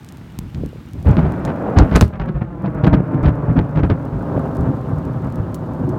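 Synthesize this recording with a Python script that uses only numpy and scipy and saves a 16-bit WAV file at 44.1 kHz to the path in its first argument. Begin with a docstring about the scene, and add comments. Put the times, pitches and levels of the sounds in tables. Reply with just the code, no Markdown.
"""Thunder over grassland

Thunder rolls over open grassland as the first raindrops fall, heard from the roadside.
Every kink of the lightning channel sends its own shock wave: the far ones merge into a rolling rumble
of filtered random impulses, the near ones come in peals and separate bangs made of decaying impulses,
and the strongest crack sharply and overload the microphone. Raindrops are impulses with a little spray;
grass is coloured noise with faint patter, and a far insect chirps in short bursts of narrow-band noise."""
import sys
import numpy as np
from scipy import signal
from scipy.fft import rfft, irfft, next_fast_len
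from scipy.io import wavfile
from scipy.ndimage import uniform_filter1d

SR = 44100
rng = np.random.default_rng(int(sys.argv[2]) if len(sys.argv) > 2 else 0)


def to_wav(s):
    """Save 16-bit WAV."""
    ch = np.atleast_2d(s).T  # columns
    pcm = np.round(np.clip(ch, -1, 1) * 32767)  # PCM
    wavfile.write(sys.argv[1], SR, pcm.astype(np.int16))


N = 263718
TIME = np.arange(N) / SR


def from_db(db):
    """Logarithmic level: 20 dB is a tenfold amplitude."""
    return 10 ** (np.asarray(db) / 20)


def rms_one(x):
    """Normalisation to unit mean power."""
    return x / np.sqrt(np.mean(x ** 2) + 1e-20)


def in_time(rows):
    """Linear interpolation over time: one curve per column after the first."""
    times, *columns = np.transpose(rows)
    return [np.interp(TIME, times, column) for column in columns]


def cut(x, kind, hz, order=2):
    """Butterworth filtering: low-, high- or band-pass, flat within the pass band."""
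    sections = signal.butter(order, np.clip(hz, 10, .45 * SR), kind, fs=SR, output="sos")
    return signal.sosfilt(sections, x + 1e-18)


def coloured(x, spectrum):
    """Spectral shaping: weight each frequency by a curve over log frequency, then set unit power."""
    hz, db = np.transpose(spectrum)
    size = next_fast_len(N)
    bins = np.maximum(np.fft.rfftfreq(size, 1 / SR), 1)
    gain = from_db(np.interp(np.log(bins), np.log(hz), db))
    return rms_one(irfft(rfft(x, size) * gain, size)[:N])


def evened(x, span_s):
    """Envelope flattening: divide by the short-term rms, keeping the finer grain."""
    size = max(int(span_s * SR), 8)
    power = uniform_filter1d(uniform_filter1d(x ** 2, size), size)
    return x / np.sqrt(np.abs(power) + 1e-20)


def tilted(x, hz, treble_db):
    """Spectral tilt: raise or lower everything above a pivot frequency."""
    return cut(x, "low", hz, order=3) + from_db(treble_db) * cut(x, "high", hz, order=3)


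def random_clicks(per_s, spread_db):
    """Random impulse train: independent moments and signs, most sizes small and a few large."""
    sizes = from_db(spread_db * np.minimum(rng.exponential(1, N), 4))
    signs = rng.choice([-1, 1], N)
    return sizes * signs * (rng.random(N) < per_s / SR)


def clicks(times, levels_db):
    """Impulse excitation at given moments."""
    out = np.zeros(N)
    places = np.clip(np.round(np.asarray(times) * SR).astype(int), 0, N - 1)
    np.add.at(out, places, from_db(levels_db))
    return out


def dying(hits, t60):
    """Exponential decay: jump at each impulse, then fall by 60 dB in t60 seconds."""
    return signal.lfilter([1], [1, -from_db(-60 / (t60 * SR))], hits + 1e-18)


def swing(hits, hz, t60):
    """Damped oscillation: each impulse gives compression, then suction, dying away."""
    r, w = from_db(-60 / (t60 * SR)), 2 * np.pi * hz / SR
    return signal.lfilter([0, np.sin(w)], [1, -2 * r * np.cos(w), r * r], hits + 1e-18)


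# Ground echo relative to the direct wave, before dulling: (time [s], level [dB])
GROUND_ECHO_LEVEL = [(1.2, -34), (1.7, -17.5), (2.2, -3), (4.0, -10)]
# the echo comes later as the sound arrives from higher up the channel
FIRST_DELAY_S, OVERHEAD_DELAY_S, CLIMB_START_S, CLIMB_S = .0033, .008, 1.55, 1.3


def off_ground(x, dull_hz):
    """Ground reflection: a wave from above is heard directly and again, a little duller, off the road."""
    climb_left = np.exp(-np.maximum(TIME - CLIMB_START_S, 0) / CLIMB_S)
    delay = OVERHEAD_DELAY_S - (OVERHEAD_DELAY_S - FIRST_DELAY_S) * climb_left
    echo_db, = in_time(GROUND_ECHO_LEVEL)
    dulled = cut(x, "low", dull_hz, order=1)
    return x + from_db(echo_db) * np.interp(TIME - delay, TIME, dulled)


# Overall level of the grass layer: (time [s], level [dB])
GRASS_LEVEL = [(0, -55), (1, -55), (1.75, -58), (2.05, -50), (2.15, -67.5), (4, -60), (4.4, -56),
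               (5.98, -58.5)]
# Colour of the hiss of wind in the grass: (frequency [Hz], relative spectral level [dB per Hz])
GRASS_SPECTRUM = [(500, -30.5), (1000, 5.5), (1500, 5), (2100, 4), (2800, 1.5), (3500, 1), (5000, -5),
                  (7000, -9.5), (10000, -11), (13000, -12.5), (16000, -13.5)]
# even chirps with a bell-shaped envelope; CHIRP_S is its half-width at 1/e, CHIRP_DB is relative to the hiss
CHIRP_FIRST_S, CHIRP_EVERY_S, CHIRP_S, CHIRP_HZ, CHIRP_DB = .101, .198, .016, 2865, -4


def grass():
    """Turbulent noise: hiss, patter and chirps sink after the loudest crack and slowly return."""
    level_db, = in_time(GRASS_LEVEL)
    hiss = coloured(rng.standard_normal(N), GRASS_SPECTRUM)
    patter = rms_one(cut(random_clicks(per_s=41, spread_db=4.5), "band", [2500, 14000]))
    # time from the nearest chirp centre
    from_chirp = (TIME - CHIRP_FIRST_S + CHIRP_EVERY_S / 2) % CHIRP_EVERY_S - CHIRP_EVERY_S / 2
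    chirp_band = [CHIRP_HZ - 130, CHIRP_HZ + 130]
    trill = evened(cut(rng.standard_normal(N), "band", chirp_band), span_s=.02)
    chirps = np.exp(-(from_chirp / CHIRP_S) ** 2) * trill
    return from_db(level_db) * (hiss + from_db(-11) * patter + from_db(CHIRP_DB) * chirps)


# The steady roll under the peals: (time [s], reference level [dB], brightness [dB])
ROLL_COURSE = [(0, -38, -2.5), (.85, -36.5, -4), (1.03, -38, -5), (1.09, -18, 0), (1.4, -21.5, 0),
               (1.62, -20, 3.5), (1.84, -19, 3.5), (1.9, -18, -1), (2.09, -28.5, 1), (2.52, -28.5, -1),
               (2.85, -20, 0.5), (3.35, -21, 0), (3.7, -22.5, 0), (4.08, -24, 0), (4.4, -19.5, 1.5),
               (5.2, -22.5, -1.5), (5.98, -23, 1)]
# How depth, rumble, roar, rasp and crackle follow the roll:
# (offset from the reference level [dB], slope [dB per dB of brightness])
ROLL_BAND_LEVELS = [(-8.5, -1.35), (-2.48, -0.5), (-10, 1.7), (-16, 0.9), (-26.5, -1.2)]
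# Peals, each from one stretch of the channel:
# (time of full strength [s], hold [s], reference level [dB], bass offset [dB], brightness [dB])
CHANNEL_PEALS = [(0.385, 0.086, -33.5, 3, -14), (0.552, 0.11, -25.5, -1, -7.5),
                 (0.938, 0.16, -32.5, 4.5, -3), (1.063, 0.042, -13.5, 6, -0.5),
                 (1.176, 0.019, -10.5, -4.5, 0.5), (1.228, .04, -17.5, 1.5, -0.5),
                 (1.477, 0.033, -24.5, -5, 5), (1.557, 0.35, -29.5, -19, 2), (1.772, 0.045, -9, 5, 3),
                 (1.92, 0.032, -18, -2, 3.5), (1.956, 0.011, -11.5, 5.5, 7),
                 (2.019, 0.0079, -9.5, 5.5, 1.5), (2.135, 0.027, -40.5, 12, 9.5),
                 (2.201, 0.019, -25.5, 5.5, 6), (2.24, 0.022, -30, -11, 4), (2.283, 0.009, -17, -22, 0),
                 (2.352, 0.025, -27, 7, 2.5), (2.419, 0.0047, -20, -0.5, 2.5),
                 (2.649, 0.025, -16, -14.5, -0.5), (2.843, 0.0068, -6, -5, 0),
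                 (2.871, 0.0063, -9.5, -4, 2.5), (2.934, 0.0086, -5, -4.5, .5),
                 (2.981, 0.019, -14, -20, -4), (3.14, 0.012, -12.5, -15, -3), (3.239, 0.05, -14, 4, 1.9),
                 (3.492, 0.021, -13, -5.5, -4), (3.569, 0.026, -10, -2.5, -0.1), (3.761, 0.037, -13, -5, 0),
                 (3.837, 0.012, -13, 0.5, 1), (3.905, 0.0057, -11, 0, 2), (4.134, 0.027, -22.5, 1, -3),
                 (4.369, 0.0071, -15, -5, -1.5), (4.595, 0.04, -22, 4.5, -18), (4.68, .035, -16, -15, -6),
                 (4.923, 0.038, -25, 1, -22), (5.401, .02, -26.5, 5.5, -18), (5.808, 0.097, -18.5, -12, -8)]
# How roar, rasp and crackle follow a peal:
# (offset from the reference level [dB], slope [dB per dB of brightness])
PEAL_BAND_LEVELS = [(-12, .95), (-20, 1.8), (-29.5, 2.15)]
PEAL_LOW_T60_S, PEAL_HIGH_T60_S = 0.17, 0.1
# random surges of the roll: rms depth and the fastest rate
SURGE_DB, SURGE_HZ = 1.5, 4.86
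# the air takes more of the top as the paths grow longer
CRACKLE_LOSS_DB_PER_S = 2.88


def roll_powers():
    """Power addition: the surging roll plus the peals, whose highs die sooner than their lows."""
    roll_db, bright = in_time(ROLL_COURSE)
    roll_db = roll_db + SURGE_DB * rms_one(cut(rng.standard_normal(N), "low", SURGE_HZ))
    power = from_db([roll_db + offset + slope * bright for offset, slope in ROLL_BAND_LEVELS]) ** 2
    power[-1] *= from_db(-CRACKLE_LOSS_DB_PER_S * TIME) ** 2
    for start, hold, db, bass, bright in CHANNEL_PEALS:
        lows = from_db([db + bass, db])
        highs = from_db([db + offset + slope * bright for offset, slope in PEAL_BAND_LEVELS])
        power[:2] += np.outer(lows, peal_shape(start, hold, PEAL_LOW_T60_S)) ** 2
        power[2:] += np.outer(highs, peal_shape(start, hold, PEAL_HIGH_T60_S)) ** 2
    return power


PEAL_ATTACK_S = 0.012


def peal_shape(start, hold, t60):
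    """Attack and exponential decay: a peal swells quickly, holds and dies away."""
    attack = np.clip(1 + (TIME - start) / PEAL_ATTACK_S, 0, 1)
    return attack * from_db(-60 * np.clip((TIME - start - hold) / t60, 0, 3))


# Colour of the roll before its bands are levelled: (frequency [Hz], relative spectral level [dB per Hz])
THUNDER_SPECTRUM = [(15, -55.5), (28, -36), (50, -0.5), (78, 2.5), (120, -1.5), (160, .5), (210, -4.5),
                    (300, -6.5), (440, -16.5), (620, -13), (800, -21), (1400, -29.5), (2500, -35),
                    (4300, -53), (5400, -58.5), (12000, -87)]


def roll(bangs):
    """Incoherent superposition: countless shock waves from the far channel fill in around the bangs."""
    depth_db, rumble_db, roar_db, rasp_db, crackle_db = 10 * np.log10(roll_powers())
    far = off_ground(random_clicks(per_s=2000, spread_db=3.0), dull_hz=2530)
    far = coloured(far, THUNDER_SPECTRUM)
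    near = off_ground(random_clicks(per_s=500, spread_db=2.0), dull_hz=3000)
    near = coloured(near, THUNDER_SPECTRUM)
    near = tilted(near, 3200, 0.45 * (crackle_db + 46.5))
    # the air dulls long paths: the weaker the next band up, the faster each band falls away
    far = tilted(far, 180, 0.55 * (roar_db - rumble_db + 10.5))
    far = tilted(far, 680, 0.7 * (rasp_db - roar_db + 10))
    far = tilted(far, 1350, 0.89 * (crackle_db - rasp_db + 23))

    def fill(waves, band_hz, level_db, span_s, order):
        """Power budget: a band's waves take what the bangs leave, but at least about half."""
        taken = uniform_filter1d(cut(bangs, "band", band_hz, order=3) ** 2, size=1100)
        power = from_db(level_db) ** 2
        left = np.maximum(power - taken, from_db(-3.0) ** 2 * power)
        return np.sqrt(left) * evened(cut(waves, "band", band_hz, order=order), span_s)

    depth = fill(far, [41, 115], depth_db - .3, span_s=0.078, order=4)
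    rumble = fill(far, [110, 370], rumble_db - .1, span_s=0.03, order=3)
    roar = fill(far, [420, 850], roar_db - .2, span_s=0.054, order=4)
    rasp = fill(far, [880, 1560], rasp_db - .2, span_s=0.025, order=2)
    # only the shorter paths keep their treble
    crackle = fill(near, [1700, 8000], crackle_db - 0.3, span_s=0.065, order=3)
    return depth + rumble + roar + rasp + crackle


# Raindrops landing close by:
# (time [s], impulse level [dB], spray level relative to the impulse [dB], low-pass corner [Hz])
CLOSE_DROPS = [(0.0467, -41, -48, 14000), (0.0888, -34.5, -10, 8400), (.124, -39.5, -30, 14000),
               (.172, -43.5, -30, 14000), (.389, -25, -24, 14000), (0.547, -25.5, -10, 3130),
               (1.112, -24.5, -19, 7500), (1.4512, -27, -6, 6950), (2.872, -40, -34, 13000),
               (3.231, -45, -30, 9100), (4.61, -44, -33, 12000), (5.3245, -44, -26, 12000),
               (5.358, -42.5, -30, 16000), (5.5452, -33.5, -3, 18500), (5.8926, -42, -5, 12000)]
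# smaller drops fall at random; the gain acts on their impulses
SMALL_DROPS_PER_S, SMALL_DROP_GAIN_DB = 22, -48


def raindrops():
    """Impact radiation: each drop ticks as it lands and throws a little spray; smaller ones only tick."""
    small = random_clicks(per_s=SMALL_DROPS_PER_S, spread_db=2.4)
    out = from_db(SMALL_DROP_GAIN_DB) * cut(small, "band", [2500, 15000], order=1)
    fizz = cut(rng.standard_normal(N), "high", 2600)
    for time, db, spray_db, top_hz in CLOSE_DROPS:
        hit = clicks([time], [db])
        tick = from_db(18.5) * cut(hit, "high", 1300, order=1)
        spray = from_db(spray_db) * dying(hit, t60=0.05) * fizz
        out = out + cut(tick + spray, "low", top_hz)
    return out


# Dull thuds and knocks: (time [s], relative impulse level [dB], pitch [Hz])
DULL_THUDS = [(0.387, -12.5, 215), (0.3893, -23, 905), (.635, -7.5, 413), (0.73, -19, 476),
              (.758, -20.5, 407), (1.048, -17, 600), (1.102, 7, 122), (1.299, -8.5, 570), (2.023, 8.5, 71),
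              (3.003, -6, 420), (3.556, -2.5, 256), (4.144, -15, 394), (4.377, -1.5, 570),
              (4.688, -11, 273), (4.927, -5, 140)]


def thuds():
    """Heavily damped resonance: dull blows with no sharp front, a few swings at one pitch."""
    out = 0
    for time, db, hz in DULL_THUDS:
        blow = swing(clicks([time], [db - 0.5]), hz, t60=4.6 / hz)
        out = out + cut(blow, "low", 1.63 * hz, order=4)
    return out


# The clearest shock fronts, some followed a few milliseconds later by their ground echo:
# (time [s], relative front level [dB], relative boom level [dB])
SHOCK_FRONTS = [(1.0712, -28, -4), (1.1693, -19, 1), (1.1928, -26, -6), (1.7782, -17, -1), (1.7874, -15, 1),
                (1.8116, -20, -4), (1.9144, -26, -16), (1.9408, -24, -8), (1.958, -6, 0), (2.0116, -9, -1),
                (2.0247, -15, -5), (2.1986, -26, -16), (2.2894, -32, -13), (2.6606, -30, -12),
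                (2.8392, -23, 0), (2.8455, -19, -3), (2.8685, -21, -5), (2.8752, -22, -3), (2.931, -26, -3),
                (2.9418, -19, 0), (3.2563, -24, -5), (3.2615, -22, -4), (3.591, -20, -2), (3.7745, -28, -5),
                (3.8349, -26, -4), (3.9009, -20, -4)]


def shocks():
    """Shock-wave propagation: a steep front, rounded by the air, and a slow swing behind it."""
    times, front_db, boom_db = np.transpose(SHOCK_FRONTS)
    fronts = cut(dying(clicks(times, front_db + 9), t60=0.0065), "high", 300, order=1)
    booms = swing(clicks(times, boom_db - 1.0), hz=188, t60=.012)
    return off_ground(cut(fronts, "low", 4700, order=6) + booms, dull_hz=6000)


# Three sharp cracks, each followed by its ground echo:
# (time [s], impulse level before gain and filtering [dB], low-pass corner [Hz])
CRACKS_AND_ECHOES = [(1.7873, -6, 5530), (1.7905, -17, 6800), (1.9573, -14, 14700), (1.9623, -7, 13000),
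                     (2.011, -3.5, 15500), (2.0138, -15, 11800)]
# Colour of the wash scattered from the ground and roadside:
# (frequency [Hz], relative spectral level [dB per Hz])
SCATTER_SPECTRUM = [(500, 28), (2000, -29), (4000, 2), (7000, -9), (11000, -5), (16000, -23)]


def cracks():
    """Shock fronts and scattering: barely rounded fronts and echoes, each with a short scattered wash."""
    out = 0
    scattered = coloured(rng.standard_normal(N), SCATTER_SPECTRUM)
    for time, db, top_hz in CRACKS_AND_ECHOES:
        hit = clicks([time], [db])
        snap = from_db(7.0) * cut(dying(hit, t60=0.0042), "high", 540, order=1)
        snap = snap + from_db(1) * cut(snap, "band", [5400, 7600], order=1)
        wash = from_db(-8.0) * dying(hit, t60=0.11) * scattered
        out = out + cut(snap + wash, "low", top_hz, order=3)
    return out


def scene():
    """Linear superposition: thunder, rain and grass add at one microphone."""
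    bangs = cut(shocks() + thuds(), "high", 82, order=3)
    return (bangs + roll(bangs) + cracks() + raindrops() + grass())[None]


CUTOFF_HZ = 16500


def record(dry):
    """Transducer response and saturation: a presence peak, a dip above it, rounded peaks and a cut top."""
    presence = from_db(-19.0) * cut(dry, "band", [5900, 7700], order=1)
    dip = from_db(-7.5) * cut(dry, "band", [9900, 10800], order=1)
    heard = dry + presence - dip
    rounded = heard / (1 + heard ** 6) ** (1 / 6)
    # elliptic low-pass: 0.1 dB ripple, 80 dB stop band
    return signal.sosfilt(signal.ellip(10, .1, 80, CUTOFF_HZ, fs=SR, output="sos"), rounded)


dry = scene()
out = record(dry)
to_wav(out)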